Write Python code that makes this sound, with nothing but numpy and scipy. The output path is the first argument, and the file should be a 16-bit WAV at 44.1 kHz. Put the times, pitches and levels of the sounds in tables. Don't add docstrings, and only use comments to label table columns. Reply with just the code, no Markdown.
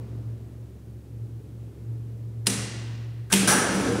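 import sys
import numpy as np
from scipy import signal
from scipy.fft import rfft, irfft, next_fast_len
from scipy.io import wavfile
from scipy.ndimage import uniform_filter1d

SR = 44100
rng = np.random.default_rng(int(sys.argv[2]) if len(sys.argv) > 2 else 0)


def inscribe(sig):
    pcm = np.round(np.clip(np.atleast_2d(sig).T, -1, 1) * 32767)
    wavfile.write(sys.argv[1], SR, pcm.astype(np.int16))


def magnitude_from_level(level_db):
    exponent = np.asarray(level_db, float) / 20
    return 10 ** exponent


N = 176400


def level(x, db):
    return x * magnitude_from_level(db) / np.sqrt(np.mean(x ** 2))


def colour(x, tone):
    points = np.array(tone, float)
    size = next_fast_len(len(x))
    hz = np.arange(size // 2 + 1) * SR / size + 1
    gain = magnitude_from_level(np.interp(np.log(hz), np.log(points[:, 0]), points[:, 1]))
    return irfft(rfft(x, size) * gain, size)[:len(x)]


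def noise(tone, size=N):
    return level(colour(rng.standard_normal(size), tone), 0)


def walk(rate_hz):
    span = int(SR / rate_hz)
    drift = uniform_filter1d(uniform_filter1d(rng.standard_normal(N), span), span)
    return (drift - drift.mean()) / drift.std()


def ring(push, modes):
    out = 0
    for hz, db, t60 in modes:
        radius = np.exp(-np.log(1000) / (max(t60, .003) * SR))
        angle = 2 * np.pi * hz / SR
        feedback = [1, -2 * radius * np.cos(angle), radius ** 2]
        out = out + signal.lfilter([0, magnitude_from_level(db) * radius * np.sin(angle)], feedback, push)
    return out


def struck(rows, t):
    out = 0
    for start, db, hz, t60 in rows:
        age = np.clip(t - start, 0, 1)
        decay = magnitude_from_level(db - 60 * age / max(t60, .003)) * (age < 1)
        out = out + decay * np.sin(2 * np.pi * hz * age)
    return out


# f/Hz, level/dB per Hz
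EARLIER_TONE = [(76, -40), (130, -9), (273, -8.5), (741, -25), (2500, -39), (4500, -45), (5300, -45),
                (15500, -63)]


def earlier_tail(t):
    start_db, t60_s = -45.5, 2.44
    return noise(EARLIER_TONE) * magnitude_from_level(start_db - 60 * t / t60_s)


# t/s, level/dB
HUM_SWELL = [(0.0, -35.5), (0.27, -32.5), (0.85, -48), (0.95, -40.5), (1.02, -50.5), (1.18, -36),
             (1.68, -37), (1.73, -48), (1.89, -32.5), (2.16, -36), (2.35, -33), (3.22, -33.5), (3.27, -40),
             (3.36, -38.5), (3.74, -40.5), (3.77, -49), (3.95, -29.5), (4.0, -38)]
# t/s, depth/dB, half width/s
HUM_DIPS = [
    (.06, -7, 0.019),
    (.23, -7, 0.014),
    (.375, -8, 0.016),
    (.5, -7, 0.022),
    (.7, -8, 0.02),
    (1.42, -11, 0.013),
    (1.47, -18, 0.01),
]
# f/Hz, level/dB per Hz
AIR_TONE = [(40, -14), (90, -12.5), (170, -12), (380, -14.5), (650, -30), (1100, -38), (4000, -47.5),
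            (15800, -66.5)]


def fan(t):
    hum_hz, shaft_hz = 114, 69.4
    swell = np.array(HUM_SWELL)
    dips = sum(db * np.exp(-((t - s) / width) ** 2) for s, db, width in HUM_DIPS)
    hum_db = np.interp(t, swell[:, 0], swell[:, 1]) + 1.57 * walk(25) + dips
    phase = 2 * np.pi * np.cumsum(hum_hz + 0.66 * walk(4.9)) / SR
    hum = np.sqrt(2) * magnitude_from_level(hum_db) * np.sin(phase)
    skirt = level(ring(rng.standard_normal(N), [(122.0, 0, 1.9 / 27)]), -49.5)
    shaft = np.sqrt(2) * magnitude_from_level(-48 + .7 * walk(3)) * np.sin(2 * np.pi * shaft_hz * t)
    air = noise(AIR_TONE) * magnitude_from_level(-47.5 + 1.03 * walk(1.1))
    return hum + skirt + shaft + air


# t/s, level/dB, whine f/Hz
MOTOR_RUN = [
    (3.418, -26, 380),
    (3.459, -31, 389),
    (3.6, -32.5, 410),
    (3.719, -30.5, 422.6),
    (3.8, -28, 442.2),
    (3.86, -26.5, 455.5),
    (3.92, -27.5, 475.4),
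    (4.0, -27.5, 491),
]
# f/Hz, level/dB per Hz
MOTOR_TONE = [(30, -37), (110, -36), (280, -2), (500, -12), (620, -17.5), (2000, -33.5), (7000, -33),
              (15800, -50)]
# f/Hz, width/Hz, level/dB
FRAME = [(35.3, 4, -4), (166, 12, -8), (194.2, 15, 8), (276, 8.7, -0.5), (340, 34, 1.5), (390, 64, -34),
         (1520, 640, -1.5)]


def motor(t):
    run = np.array(MOTOR_RUN)
    modes = [(hz, db + 10 * np.log10(width), 3.0 / width) for hz, width, db in FRAME]
    frame = level(ring(rng.standard_normal(N), modes), -3.5)
    rumble = (noise(MOTOR_TONE) + frame) * magnitude_from_level(0.5 * walk(41))
    whine_db = -7 + 72 * np.minimum(t - 3.92, 0) + 3.9 * walk(24)
    phase = 2 * np.pi * np.cumsum(np.interp(t, run[:, 0], run[:, 2])) / SR
    whine = np.sqrt(2) * magnitude_from_level(whine_db) * np.sin(phase)
    return magnitude_from_level(np.interp(t, run[:, 0], run[:, 1], left=-120)) * (rumble + whine)


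# t/s, level/dB, f/Hz, t60/s
KNOCKS = [(3.75, -21.5, 193.7, 0.26), (3.786, -27, 197, 0.25), (3.819, -23, 333, 0.025),
          (3.84, -18, 266, 0.04), (3.864, -19, 336, 0.025), (3.887, -18, 283, 0.085),
          (3.906, -20, 302, .05), (3.931, -18, 303, 0.032), (3.957, -15, 334, .03), (3.967, -22, 284, .04),
          (3.98, -28, 257, 0.038), (3.993, -31, 278, 0.037)]


def gear_knocks(t):
    return struck(KNOCKS, t)


# f/Hz, level/dB
ROOM_TONE = [(200, 11), (1000, 0.84), (3000, -3), (7000, -2.5), (9300, 0), (11300, -6.5), (12500, 3),
             (15500, -9)]


def room(force, diffuse):
    build_s, wall_s = 0.0036, .027
    room_t60_s, air_loss_hz, air_loss_power = 1.83, 9400, 1.79
    cabinet_db, cabinet_t60_s = 8, 0.11
    length = len(force)
    size = next_fast_len(length)
    spectrum = rfft(colour(diffuse, ROOM_TONE), size)
    f = np.arange(size // 2 + 1) * SR / size + 1

    def fade(energy, t60_s):
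        return signal.lfilter([1], [1, -(1e-6 ** (1 / SR / t60_s))], energy)

    lag = np.exp(-1 / (build_s * SR))
    energy = signal.lfilter([(1 - lag) * 20 / SR], [1, -lag], force ** 2)
    early = magnitude_from_level(2 * cabinet_db) * fade(energy, cabinet_t60_s)
    energy = energy + np.pad(energy, (int(wall_s * SR), 0))[:length]
    tail = 0
    for hz in 125 * 2 ** np.arange(0, 7.3, .25):
        weight = np.clip(1 - 4 * np.abs(np.log2(f / hz)), 0, 1)
        band = irfft(spectrum * weight, size)[:length]
        t60_s = 1 / (1 / room_t60_s + (hz / air_loss_hz) ** air_loss_power)
        tail = tail + band * np.sqrt(early + fade(energy, t60_s))
    return tail


def blows(rows, t, col):
    force = 0
    for row in rows:
        age = np.clip(t - row[0], 0, 1) / (row[2] / 1000)
        force = force + magnitude_from_level(row[col]) * np.exp(-age) * (1 - np.exp(-8 * age))
    return force


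def clack(t, rows, tone, modes, body, ring_db, tail_ring_db, tail_db):
    t = t[int(10 * rows[0][0]) * SR // 10:]
    size = len(t)
    force = blows(rows, t, col=1)
    crack = force * noise(tone, size=size)
    parts = ring(force * rng.standard_normal(size), modes)
    parts = parts * magnitude_from_level(ring_db) * crack.std() / parts.std()
    diffuse = noise(tone, size=size) + level(ring(rng.standard_normal(size), modes), tail_ring_db)
    diffuse = diffuse * magnitude_from_level(0.5 * walk(90)[:size])
    tail = magnitude_from_level(tail_db) * room(force, diffuse)
    push = np.diff(blows(rows, t, col=3), prepend=0)
    thump = colour(ring(push, body), [(90, -20), (165, 0)])
    return np.pad(crack + parts + tail + thump, (N - size, 0))


# t/s, level/dB, f/Hz, t60/s
PINGS = [(2.4585, -41.5, 1700, .015), (3.479, -16, 1590, 0.045), (3.493, -22, 1690, .05),
         (3.523, -19, 1663, .06), (3.532, -19, 1335, .06), (3.586, -20, 1647, 0.03),
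         (3.592, -21, 1290, 0.061), (2.4682, -16, 4110, 0.017), (2.4688, -15, 8600, .008),
         (2.47, -15, 10300, .006), (2.4702, -10.5, 5200, .01), (2.498, -24, 8200, .01),
         (3.322, -22, 10300, .01), (3.3262, -8, 5760, .008), (3.3285, -18, 10400, 0.0075),
         (3.3288, -17, 6950, 0.0053), (3.3368, -17, 10700, .008), (3.3372, -9.5, 3000, 0.0069),
         (3.3385, -13, 8250, 0.0062), (3.4775, -25, 5640, .01), (3.4815, -23, 5800, 0.0073),
         (3.5155, -20, 5860, .01)]


def small_parts(t):
    return struck(PINGS, t)


# t/s, level/dB, contact/ms, low thud level/dB
BRAKE_BLOWS = [(3.474, -14, 2.8, -24.5), (3.4768, -15, 2.6, -37), (3.481, -13, 3.8, -35),
               (3.487, -16, 3.4, -29.5), (3.492, -17, 2.2, -38), (3.497, -14, 5.2, -34),
               (3.505, -16.5, 4.5, -36), (3.512, -23, 4.4, -42), (3.518, -20.5, 5.6, -47),
               (3.525, -22, 5.9, -37), (3.537, -26, 5, -39), (3.549, -30, 6, -22), (3.571, -37, 5, -31),
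               (3.586, -23, 4.4, -37), (3.613, -37, 8, -40), (3.66, -38, 26, -37), (3.715, -38, 42, -28),
               (3.74, -39.5, 46, -33), (3.79, -45, 46, -40), (3.87, -46, 79, -40)]
# f/Hz, level/dB per Hz
BRAKE_TONE = [(180, -34), (350, -14.5), (750, -11.5), (1600, -8), (3800, -14.5), (6000, -12), (9500, -9.5),
              (15800, -14.5)]
# f/Hz, level/dB, t60/s
BRAKE_RING = [(885, -8, .06), (1340, -7, .05), (1500, -3, .03), (1610, 1, .04), (1700, -2, .035),
              (3310, -11, .07), (5780, 3, .025), (5950, 2, .025), (6100, -2, .015), (6900, -8, .02),
              (8050, -3, .012), (9432, 0, .045), (9400, 5, .008), (9950, -7, .02)]
# f/Hz, level/dB, t60/s
BRAKE_THUD = [(255, 0.5, 0.4), (344, 5, 0.13), (453, -16, 0.19), (597, -11, 0.5)]


def brake(t):
    return clack(t, BRAKE_BLOWS, BRAKE_TONE, BRAKE_RING, BRAKE_THUD,
                 ring_db=-3.5, tail_ring_db=-3.5, tail_db=-1)


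# t/s, level/dB, contact/ms, panel thump level/dB
RELAY_BLOWS = [
    (2.4597, -32, 33, -62.5),
    (2.4676, -22.5, 2.6, -47),
    (2.4697, -17, 2.2, -21.5),
    (2.469, -12, 1.5, -48),
    (2.473, -21.5, 2, -44),
    (2.498, -26, 4, -50),
]
# f/Hz, level/dB per Hz
RELAY_TONE = [(250, -9), (500, -14.5), (1000, -14.5), (2500, -8), (4200, -6.5), (7000, -5), (10500, -4.5),
              (15800, -12.5)]
# f/Hz, level/dB, t60/s
RELAY_RING = [(2000, 0, .02), (2800, 1, .025), (4150, 6, .007), (5100, 3, .008), (5780, 4, .015),
              (8900, 5, .006), (10200, 4, .006)]
# f/Hz, level/dB, t60/s
RELAY_PANEL = [(195.3, -2.5, 0.68), (256, -14, 0.42), (275, -13.5, 0.9), (378, -4, 0.13), (415, -14, 0.8),
               (468, -12, 0.8), (670, -19, .3)]


def relay(t):
    return clack(t, RELAY_BLOWS, RELAY_TONE, RELAY_RING, RELAY_PANEL,
                 ring_db=-7.5, tail_ring_db=-9.5, tail_db=-3)


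# t/s, level/dB, contact/ms, unused/dB
ARMATURE = [
    (3.301, -26.5, 6.3, 0),
    (3.315, -15, 2.9, 0),
]
# f/Hz, level/dB, t60/s
ARMATURE_RING = [(1559, 2, 0.068), (1500, -18, .02)]


def armature_chirp(t):
    scrape = blows(ARMATURE, t, col=1) * rng.standard_normal(N)
    return 0.045 * ring(scrape, ARMATURE_RING)


# t/s, level/dB, contact/ms, panel thump level/dB
CONTACTOR_BLOWS = [
    (3.298, -38.5, 39, -55),
    (3.309, -44, 5, -50),
    (3.317, -36, 2.8, -34),
    (3.322, -15.5, 3.3, -47),
    (3.327, -11.5, 1.65, -22.5),
    (3.3279, -8, 2.5, -27),
    (3.3369, -12.5, 1.74, -23),
    (3.3384, -10.5, 1.5, -57),
    (3.342, -36, 1.6, -23),
]
# f/Hz, level/dB per Hz
CONTACTOR_TONE = [(250, -8.5), (500, -13.5), (1000, -11), (2600, -1), (4500, -6), (7500, -4.5),
                  (10500, -2.5), (15800, -7)]
# f/Hz, level/dB, t60/s
CONTACTOR_RING = [(1580, -5.5, 0.084), (2490, -3, 0.032), (3280, -3.5, 0.084), (6070, 1, 0.018),
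                  (7450, -6, .01), (8270, 10, 0.009), (10000, -7, 0.02)]
# f/Hz, level/dB, t60/s
CONTACTOR_PANEL = [(194.5, 1, 0.67), (181, -10, 1), (240, -28, 0.63), (289, -15, 0.64), (357.4, -6, .4),
                   (410, -11, 0.47), (474, -8.5, 0.53), (748, -8, 0.12), (900, 0.5, 0.086)]


def contactor(t):
    return clack(t, CONTACTOR_BLOWS, CONTACTOR_TONE, CONTACTOR_RING, CONTACTOR_PANEL,
                 ring_db=-11, tail_ring_db=-12, tail_db=-1)


def scene():
    t = np.arange(N) / SR
    background = earlier_tail(t) + fan(t)
    hoist = motor(t) + gear_knocks(t) + brake(t)
    cabinet = relay(t) + armature_chirp(t) + contactor(t) + small_parts(t)
    return (background + hoist + cabinet)[None]


def roll_off(x):
    return signal.sosfilt(signal.butter(12, 16000, fs=SR, output="sos"), x)


# f/Hz, level/dB
MIC_TONE = [(20, -46), (35, -8.5), (50, -23), (64, -0.14), (11000, -0.02), (12000, -12), (15700, -8),
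            (15900, -66)]
# f/Hz, level/dB per Hz
HISS_TONE = [(500, -22), (2000, -4.5), (8000, 1), (15700, -1.5), (15900, -51)]
# f/Hz, level/dB
TOP_TONE = [(15750, 0), (15950, -45)]


def record(dry):
    mic = colour(dry[0], MIC_TONE) + magnitude_from_level(-69) * noise(HISS_TONE)
    overloaded = np.tanh(1.057 * mic) / 1.143
    mix = colour(overloaded, TOP_TONE)[None]
    return roll_off(mix)


dry = scene()
out = record(dry)
inscribe(out)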